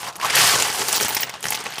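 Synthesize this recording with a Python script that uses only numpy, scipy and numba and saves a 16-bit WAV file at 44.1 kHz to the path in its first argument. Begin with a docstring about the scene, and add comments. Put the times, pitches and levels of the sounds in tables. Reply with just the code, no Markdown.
"""Hard stones clatter and grate as a hand rakes them over the floor of a wooden box, close to a phone.
Thousands of tiny collisions, each a decaying sine, make the raking; a dragged stone rings through it.
Loud clacks stand out, each amid a fading rattle, and a glassy chip pings very high as it tumbles.
The box floor drums and booms on its own modes, in a small room with a short tail and faint hiss."""
import sys
import numpy as np
from scipy import signal
from scipy.io import wavfile
from numba import njit

SR = 44100
rng = np.random.default_rng(int(sys.argv[2]) if len(sys.argv) > 2 else 0)


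def persist_wave(psi):
    """Save psi, clipped to +-1, as 16-bit WAV."""
    counts = np.round(np.clip(psi, -1, 1) * 32767).astype(np.int16)
    wavfile.write(sys.argv[1], SR, np.atleast_2d(counts).T)


def gain_from_db(level_db):
    """Convert decibel levels to linear amplitude factors (20 dB per decade)."""
    decades = np.asarray(level_db, float) / 20
    return 10 ** decades


N = 79380  # 1.8 s

# Strength of the raking: (time [s], large stones [dB], middle stones [dB], small stones [dB], grit [dB],
# drumming of the box floor [dB], boom of the box floor [dB])
RAKE_LEVELS = [(0.0, -40, -41, -38, -39.5, -50, -52), (0.084, -32, -36, -36.5, -42.5, -60, -47),
               (0.124, -42, -51, -47.5, -68, -53, -54), (0.19, -40, -50.5, -47.5, -53, -54, -49),
               (0.23, -34, -29, -29.5, -38, -62, -60), (0.25, -25.5, -31, -32.5, -38, -52, -48),
               (0.32, -38.5, -27.5, -32, -43, -42, -49), (0.386, -23, -15.5, -16.5, -20.5, -31, -38.5),
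               (0.456, -24.5, -21, -18.5, -23, -38.5, -36), (0.51, -26.5, -20.5, -19, -23.5, -35.5, -38),
               (0.576, -29, -26.5, -23, -31, -32, -40), (0.65, -31.5, -28, -24.5, -33, -36, -49),
               (0.676, -33, -32.5, -32, -33, -45, -40), (0.7, -38, -32, -30.5, -35, -35.5, -53),
               (0.732, -36.5, -34, -31.5, -31, -41, -53), (0.776, -34, -32, -27, -30.5, -36.5, -66),
               (0.826, -32.5, -31, -25.5, -32, -31, -42), (0.852, -33.5, -32, -28.5, -31, -39, -44),
               (0.982, -33.5, -34, -23.5, -32.5, -41, -62), (1.002, -43, -30.5, -32.5, -31, -32, -63),
               (1.066, -42, -28.5, -26.5, -33, -29.5, -66), (1.082, -26.5, -34, -34, -33, -68, -67),
               (1.098, -36.5, -33.5, -35, -31.5, -34.5, -53), (1.212, -36.5, -32.5, -30, -39, -55, -51.5),
               (1.252, -45, -40.5, -41, -56, -40.5, -42), (1.288, -40.5, -40.5, -43.5, -87, -59, -54),
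               (1.418, -46.5, -46.5, -48.5, -56, -47, -55), (1.458, -45, -37, -36.5, -37, -42, -40),
               (1.518, -44, -36, -29, -38, -45.5, -50), (1.584, -40, -34.5, -39, -53, -52, -45),
               (1.608, -33, -40.5, -32.5, -54, -34.5, -50), (1.634, -46.5, -38, -44, -60, -60, -50),
               (1.668, -37.5, -36.5, -35.5, -62, -34.5, -50), (1.704, -45.5, -44, -48, -73, -60, -53),
               (1.758, -41, -36.5, -37.5, -60, -54, -59), (1.8, -41, -36, -46, -42, -56, -46)]
# Modes of the wooden box floor: (frequency [Hz], relative level [dB], decay by 60 dB [s])
BOX_MODES = [(132, -10, 0.29), (173, -8.5, 0.12), (280, -9, 0.032), (318, -38, 0.029), (418.4, -2, 0.048),
             (494, -3, 0.033), (640, -32, 0.059), (830, 3.5, 0.027), (867, 5.5, 0.061), (1129, 10.5, 0.021)]


@njit
def rings(start, hz, t60, size):
    """Sum of decaying sines, one for each collision; t60 is the time to fall by 60 dB."""
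    out = np.zeros(N + 1)
    for k in range(len(start)):
        turn = np.exp(complex(-np.log(1000) / (t60[k] * SR), 2 * np.pi * hz[k] / SR))
        state = complex(size[k], 0.)
        first = max(int(start[k] * SR), 0)
        for j in range(first, min(N, first + int(t60[k] * SR))):
            out[j] += state.imag
            state *= turn
    return out[:N]


def struck(modes, times, sizes):
    """Every blow rings all modes of one object, each with a fresh strength."""
    hz, db, t60 = np.array(modes, float).T
    blows, count = len(times), len(hz)
    fresh = 1 + .25 * rng.standard_normal((blows, count))
    strength = sizes[:, None] * gain_from_db(db) * fresh
    return rings(np.repeat(times, count), np.tile(hz, blows), np.tile(t60, blows), strength.ravel())


def unit(x):
    """Scale to rms 1."""
    return x / np.sqrt(np.mean(x ** 2))


def rake_gain(column):
    """Gain over time from a level column of the raking table."""
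    table = np.array(RAKE_LEVELS)
    return gain_from_db(np.interp(np.arange(N) / SR, table[:, 0], table[:, column]))


def thin(x):
    """High-pass, as small stones radiate little low sound."""
    return signal.lfilter(*signal.butter(2, 440, "high", fs=SR), x)


def muffle(x, hz):
    """Gentle one-pole low-pass."""
    return signal.lfilter(*signal.butter(1, hz, fs=SR), x)


def rake():
    """Dense random collisions for each stone size, bunched by a shared surge; the box floor drums and booms."""
    # Stone sizes: (lowest pitch [Hz], highest pitch [Hz], collision rate [1/s],
    # mean cycles in two amplitude decay constants, size spread when calm [dB])
    stone_sizes = [(713, 1500, 1200, 4.3, 1), (1500, 4500, 2200, 4.8, 2.5), (4280, 9110, 3500, 3.24, 3.5),
                   (8330, 12550, 4000, 2.3, 5)]
    surge_step_db, surge_per_s = 2.5, 70  # collisions come in bunches
    rush_db, rush_soft_db, rush_grit = -31.5, 4.5, 0.63  # centre and softness of the change, least spread factor
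    pitch_skew = 0.98  # below 1 the higher pitches of a size class are slightly commoner
    knots = rng.standard_normal(400)
    table = np.array(RAKE_LEVELS)

    def calm(t):
        """When many stones move at once (loud middle stones), the factor falls and sizes even out."""
        middle_db = np.interp(t, table[:, 0], table[:, 2])
        return rush_grit + (1 - rush_grit) / (1 + np.exp((middle_db - rush_db) / rush_soft_db))

    def surge_db(t):
        """Random wander of collision strength."""
        return surge_step_db * np.interp(t * surge_per_s, np.arange(len(knots)), knots)

    stones = 0
    for k, (lo, hi, rate, cycles, spread_db) in enumerate(stone_sizes):
        u = rng.random((12000, 4))
        t = np.cumsum(-np.log(1 - u[:, 0])) / rate
        hz = np.minimum(lo * (hi / lo) ** (u[:, 1] ** pitch_skew), .45 * SR)
        t60 = (.5 + u[:, 3]) * cycles * np.log(1000) / (2 * hz)
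        size_db = calm(t) * (surge_db(t) - spread_db * np.log(1 - .993 * u[:, 2]))
        # a wide spread raises the mean power; this takes the rise back
        share = np.clip(calm(t) * spread_db * np.log(10) / 10, 0, .9)
        size = gain_from_db(size_db) * np.sqrt(1 - share) * (t < N / SR)
        stones = stones + unit(thin(rings(t, hz, t60, size))) * rake_gain(column=k + 1)

    u = rng.random((1500, 2))
    t = u[:, 0] * N / SR
    size = gain_from_db(-1.5 * np.log(1 - u[:, 1]))
    drum = unit(struck(BOX_MODES[2:6], t, size * gain_from_db(surge_db(t)))) * rake_gain(column=5)
    boom = unit(struck(BOX_MODES[:2], t, size)) * rake_gain(column=6)
    return stones + drum + boom


def drag():
    """Stick-slip jolts ring the dragged stone; flat stones of one size add a shared colour to the raking."""
    # A large stone dragged over the floor: (time [s], ringing pitch [Hz], level [dB])
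    drag_path = [(.19, 950, -41), (.215, 1070, -37), (.25, 1155, -20), (.26, 1270, -42),
                 (.285, 1500, -24.5), (.3, 1500, -40), (.36, 1150, -33), (.44, 1110, -24),
                 (0.481, 1170, -35), (.545, 1177, -26), (0.601, 1160, -48)]
    stone_t60_s, stone_scatter = 0.029, 0.042  # scatter is of the log pitch
    slab_hz, slab_scatter, slab_t60_s = 3027, 0.075, 0.016
    slab_db = -7  # relative to the middle stones
    time, pitch, level = np.array(drag_path, float).T
    u, g = rng.random((3000, 3)), rng.standard_normal((3000, 2))
    t = u[:, 0] * N / SR
    hz = np.interp(t, time, pitch) * np.exp(stone_scatter * g[:, 0])
    level_db = np.interp(np.arange(N) / SR, time, level, left=-90, right=-90)
    stone = unit(rings(t, hz, stone_t60_s + 0 * t, u[:, 1] ** 2)) * gain_from_db(level_db)
    slabs = rings(t, slab_hz * np.exp(slab_scatter * g[:, 1]), slab_t60_s + 0 * t, u[:, 2] ** 4)
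    return stone + unit(slabs) * gain_from_db(slab_db) * rake_gain(column=2)


def clacks():
    """A sharp main contact with three weaker short modes, amid a cluster of small ones; the box is knocked too."""
    # Clacks: (time [s], main mode level [dB], main pitch [Hz], low rattle level [dB],
    # middle rattle level [dB], high rattle level [dB], rattle fade to 1/e [ms])
    clack_table = [(0.0314, -19, 2020, -31.5, -32, -39, 3.8), (0.0459, -26, 4470, -35, -31, -35, 4),
                   (0.1272, -31, 3790, -56, -46, -48, 5), (0.1337, -34, 6680, -54, -50, -54, 3.2),
                   (0.1564, -26, 6250, -36, -36, -39, 6.9), (0.1627, -20, 10060, -33, -42, -28.5, 3.5),
                   (0.1998, -21, 1680, -35, -27, -38, 7.4), (0.2145, -13, 2350, -38, -31, -34, 10),
                   (0.2322, -18, 3790, -49, -35, -38, 7), (0.2482, -28, 1510, -27, -23.5, -26, 7.8),
                   (0.2545, -16, 4350, -26, -27, -30, 6.4), (0.264, -12, 8100, -30, -34, -31, 7.6),
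                   (0.3011, -11, 2840, -30, -21.5, -22, 6.2), (0.3051, -9.5, 2400, -23.5, -22, -25, 5.5),
                   (0.3306, -20, 2580, -35, -26, -35, 5), (0.352, -14, 2100, -23.5, -14, -22, 7.7),
                   (0.3553, -8, 2090, -30, -27, -16, 6.1), (0.368, -5, 1670, -25, -19, -13, 3.7),
                   (0.6019, -7, 5600, -28, -19.5, -23, 5), (0.6223, -8, 3010, -23.5, -16.5, -13.5, 4.6),
                   (0.701, -22, 1560, -24, -25.5, -27, 4.5), (0.7261, -15, 2920, -30, -37, -28, 4.6),
                   (0.7473, -15.5, 3040, -28, -31, -32, 5.6), (0.7945, -8, 7750, -39, -34, -27, 2.3),
                   (0.8191, -11, 3100, -24, -41, -29, 6.2), (0.8845, -15, 6850, -27.5, -30, -19.5, 5.9),
                   (0.8933, -16, 6840, -41, -37, -30, 3.1), (0.922, -11, 6800, -37, -28, -30, 3.2),
                   (0.9285, 2, 8450, -35, -20.5, -18.5, 3.9), (0.933, -12, 3040, -25, -27, -34, 5.6),
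                   (0.9592, -19, 5190, -27, -20, -24, 6.4), (0.9798, -11, 4500, -24, -32, -25, 3.3),
                   (1.0012, -26, 1640, -22, -18.5, -27, 6.1), (1.0105, -7, 1510, -27, -27, -19.5, 7.4),
                   (1.0263, -7, 8300, -33, -34, -21.5, 13), (1.0334, -18, 5340, -34, -31, -25, 5),
                   (1.0482, -15, 7100, -26, -37, -19.5, 5), (1.083, -11, 8100, -31, -20, -19.5, 2.9),
                   (1.0916, -13, 2300, -32, -32, -25, 6), (1.1066, -16, 4480, -25.5, -29, -34, 5.6),
                   (1.1491, -12, 6850, -38, -29, -22.5, 5), (1.1676, -16.5, 5400, -24, -20.5, -25.5, 15),
                   (1.2001, -15, 1960, -31, -29, -36, 5.7), (1.2188, -22, 4440, -41, -33, -40, 5),
                   (1.2318, -19, 3360, -34.5, -18, -39, 5.8), (1.2338, -10.5, 5700, -29, -29, -29, 4.3),
                   (1.2827, -19, 1900, -36.5, -44, -56, 5), (1.2952, -17, 5900, -37, -24, -33, 4.6),
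                   (1.3394, -22, 4260, -32, -29.5, -41, 5), (1.3539, -29, 2640, -35, -36, -60, 6.8),
                   (1.4073, -25, 9000, -49, -40, -40, 7.8), (1.4287, -12.5, 7170, -41, -33, -29, 5.2),
                   (1.4411, -26, 2570, -30, -22.5, -30, 5), (1.4552, -7.5, 1870, -27, -27.5, -30, 5.7),
                   (1.4675, -14, 1800, -27, -25, -28, 2.9), (1.485, -10, 5560, -31.5, -32, -26, 4.6),
                   (1.5059, -4, 11400, -28.5, -31, -17, 2.8), (1.5229, -17, 5630, -29, -18.5, -29, 5),
                   (1.5332, -11, 6700, -27, -36, -32, 5), (1.546, -12, 3550, -30, -20, -32, 5.8),
                   (1.5504, -9, 5600, -32, -24, -25, 5.8), (1.5745, -16, 4160, -31.5, -47, -49, 5),
                   (1.6061, -26, 1540, -46, -30, -35, 4.1), (1.6406, -17, 9350, -33.5, -39, -41, 5),
                   (1.6598, -14.5, 2180, -32.5, -41, -46, 5), (1.6659, -18, 1850, -30, -20, -46, 2.3),
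                   (1.7055, -24.5, 3050, -39.5, -39, -37, 7.8), (1.7235, -17.5, 3800, -42, -38, -40, 5),
                   (1.737, -22.5, 2400, -35, -37, -31.5, 5.8), (1.7575, -18, 4370, -40, -29, -44, 4),
                   (1.7833, -16, 2150, -28, -20.5, -26.5, 5)]
    # Rattle pitch ranges: (lowest [Hz], highest [Hz], one contact over the rattle level [dB], decay by 60 dB [s])
    rattle_bands = [(620, 1800, 2, .009), (1850, 5800, 6, 0.0061), (5100, 13750, 10, 0.004)]
    t60_at_4khz_s, pitch_scatter = 0.0034, 0.423  # scatter is of the log pitch
    rattle_span_s, lead_in = .018, .2  # lead_in: share of the contacts that come before the main one
    knock_db = -9.5  # box knock relative to the low rattle level
    t, db, hz, *rattle_db, fade_ms = np.array(clack_table, float).T[:, :, None]
    g = rng.standard_normal((len(t), 4))
    g[:, 0] = 0  # the main mode keeps its pitch
    pitch = np.clip(hz * np.exp(pitch_scatter * g), 800, 14000)
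    size = gain_from_db(db + np.array([0, -16.5, -20, -13.5]))
    t60 = t60_at_4khz_s * np.sqrt(4000 / pitch)
    out = rings((t + 0 * g).ravel(), pitch.ravel(), t60.ravel(), size.ravel())
    for level_db, (lo, hi, over_db, contact_t60) in zip(rattle_db, rattle_bands):
        u = rng.random((len(t), 14, 3))
        late = rattle_span_s * (u[..., 0] - lead_in)
        distance_s = np.where(late < 0, -3 * late, late)  # swells three times as fast as it fades
        fade = np.exp(-1000 * distance_s / fade_ms)
        size = gain_from_db(level_db + over_db) * fade * (.5 + u[..., 2])
        pitch = lo * (hi / lo) ** u[..., 1]
        out = out + rings((t + late).ravel(), pitch.ravel(), contact_t60 + 0 * late.ravel(), size.ravel())
    knocks = struck(BOX_MODES[2:], t[:, 0], gain_from_db(rattle_db[0][:, 0] + knock_db))
    return thin(out) + knocks


def chip():
    """The glassy chip's high modes, one of them long; each landing is followed by two lighter touches."""
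    # Landings of the chip: (time [s], level before the touch and mode levels [dB])
    landings = [(0.8844, -18), (0.9253, -27), (0.958, -16), (1.0171, -19), (1.0344, -35), (1.0824, -18),
                (1.0919, -18), (1.1473, -12), (1.2058, -17), (1.2204, -21), (1.297, -43), (1.5224, -28),
                (1.5508, -28), (1.7569, -47), (1.7833, -33)]
    # Modes of the chip: (frequency [Hz], relative level [dB], decay by 60 dB [s])
    chip_modes = [(14860, -5, 0.087), (14780, -9, .025), (14800, -5, .022), (14850, -10, .014),
                  (15400, -8, .014)]
    t, db = np.array(landings, float).T[:, :, None]
    late = np.array([0, .004, .012]) * (.5 + rng.random((len(t), 3)))
    size = gain_from_db(db + np.array([-4, -9, -15]))
    return struck(chip_modes, (t + late).ravel(), size.ravel())


def room(dry):
    """Short tail of a small room: the sound convolved with muffled, decaying noise."""
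    t60_s, level_db, muffle_hz = 0.086, -18, 7350
    t = np.arange(SR // 3) / SR
    tail = muffle(rng.standard_normal(len(t)), muffle_hz) * 1000 ** (-t / t60_s)
    tail = tail * (t > .003)  # the first reflections arrive after 3 ms
    return gain_from_db(level_db) * signal.fftconvolve(dry, tail / np.sqrt(np.sum(tail ** 2)))[:N]


def hiss():
    """Faint steady background of muffled noise."""
    return gain_from_db(-57) * unit(muffle(rng.standard_normal(N), 1200))


def scene():
    """Stones, box and chip close by, with a short room tail over faint hiss."""
    dry = rake() + drag() + clacks() + chip()
    return (dry + room(dry) + hiss())[None]


def band_limit(x):
    """A steep low-pass at the top of the band."""
    return signal.sosfilt(signal.butter(12, 16650, fs=SR, output="sos"), x)


def record(dry):
    """The phone's microphone path trims the deep bass and the very top and rounds peaks."""
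    x = signal.sosfilt(signal.butter(3, 85, "high", fs=SR, output="sos"), dry)
    x = .95 * np.tanh(x / .95)
    x = signal.sosfilt(signal.ellip(8, .2, 80, 15250, fs=SR, output="sos"), x)
    return band_limit(x)


dry = scene()
out = record(dry)
persist_wave(out)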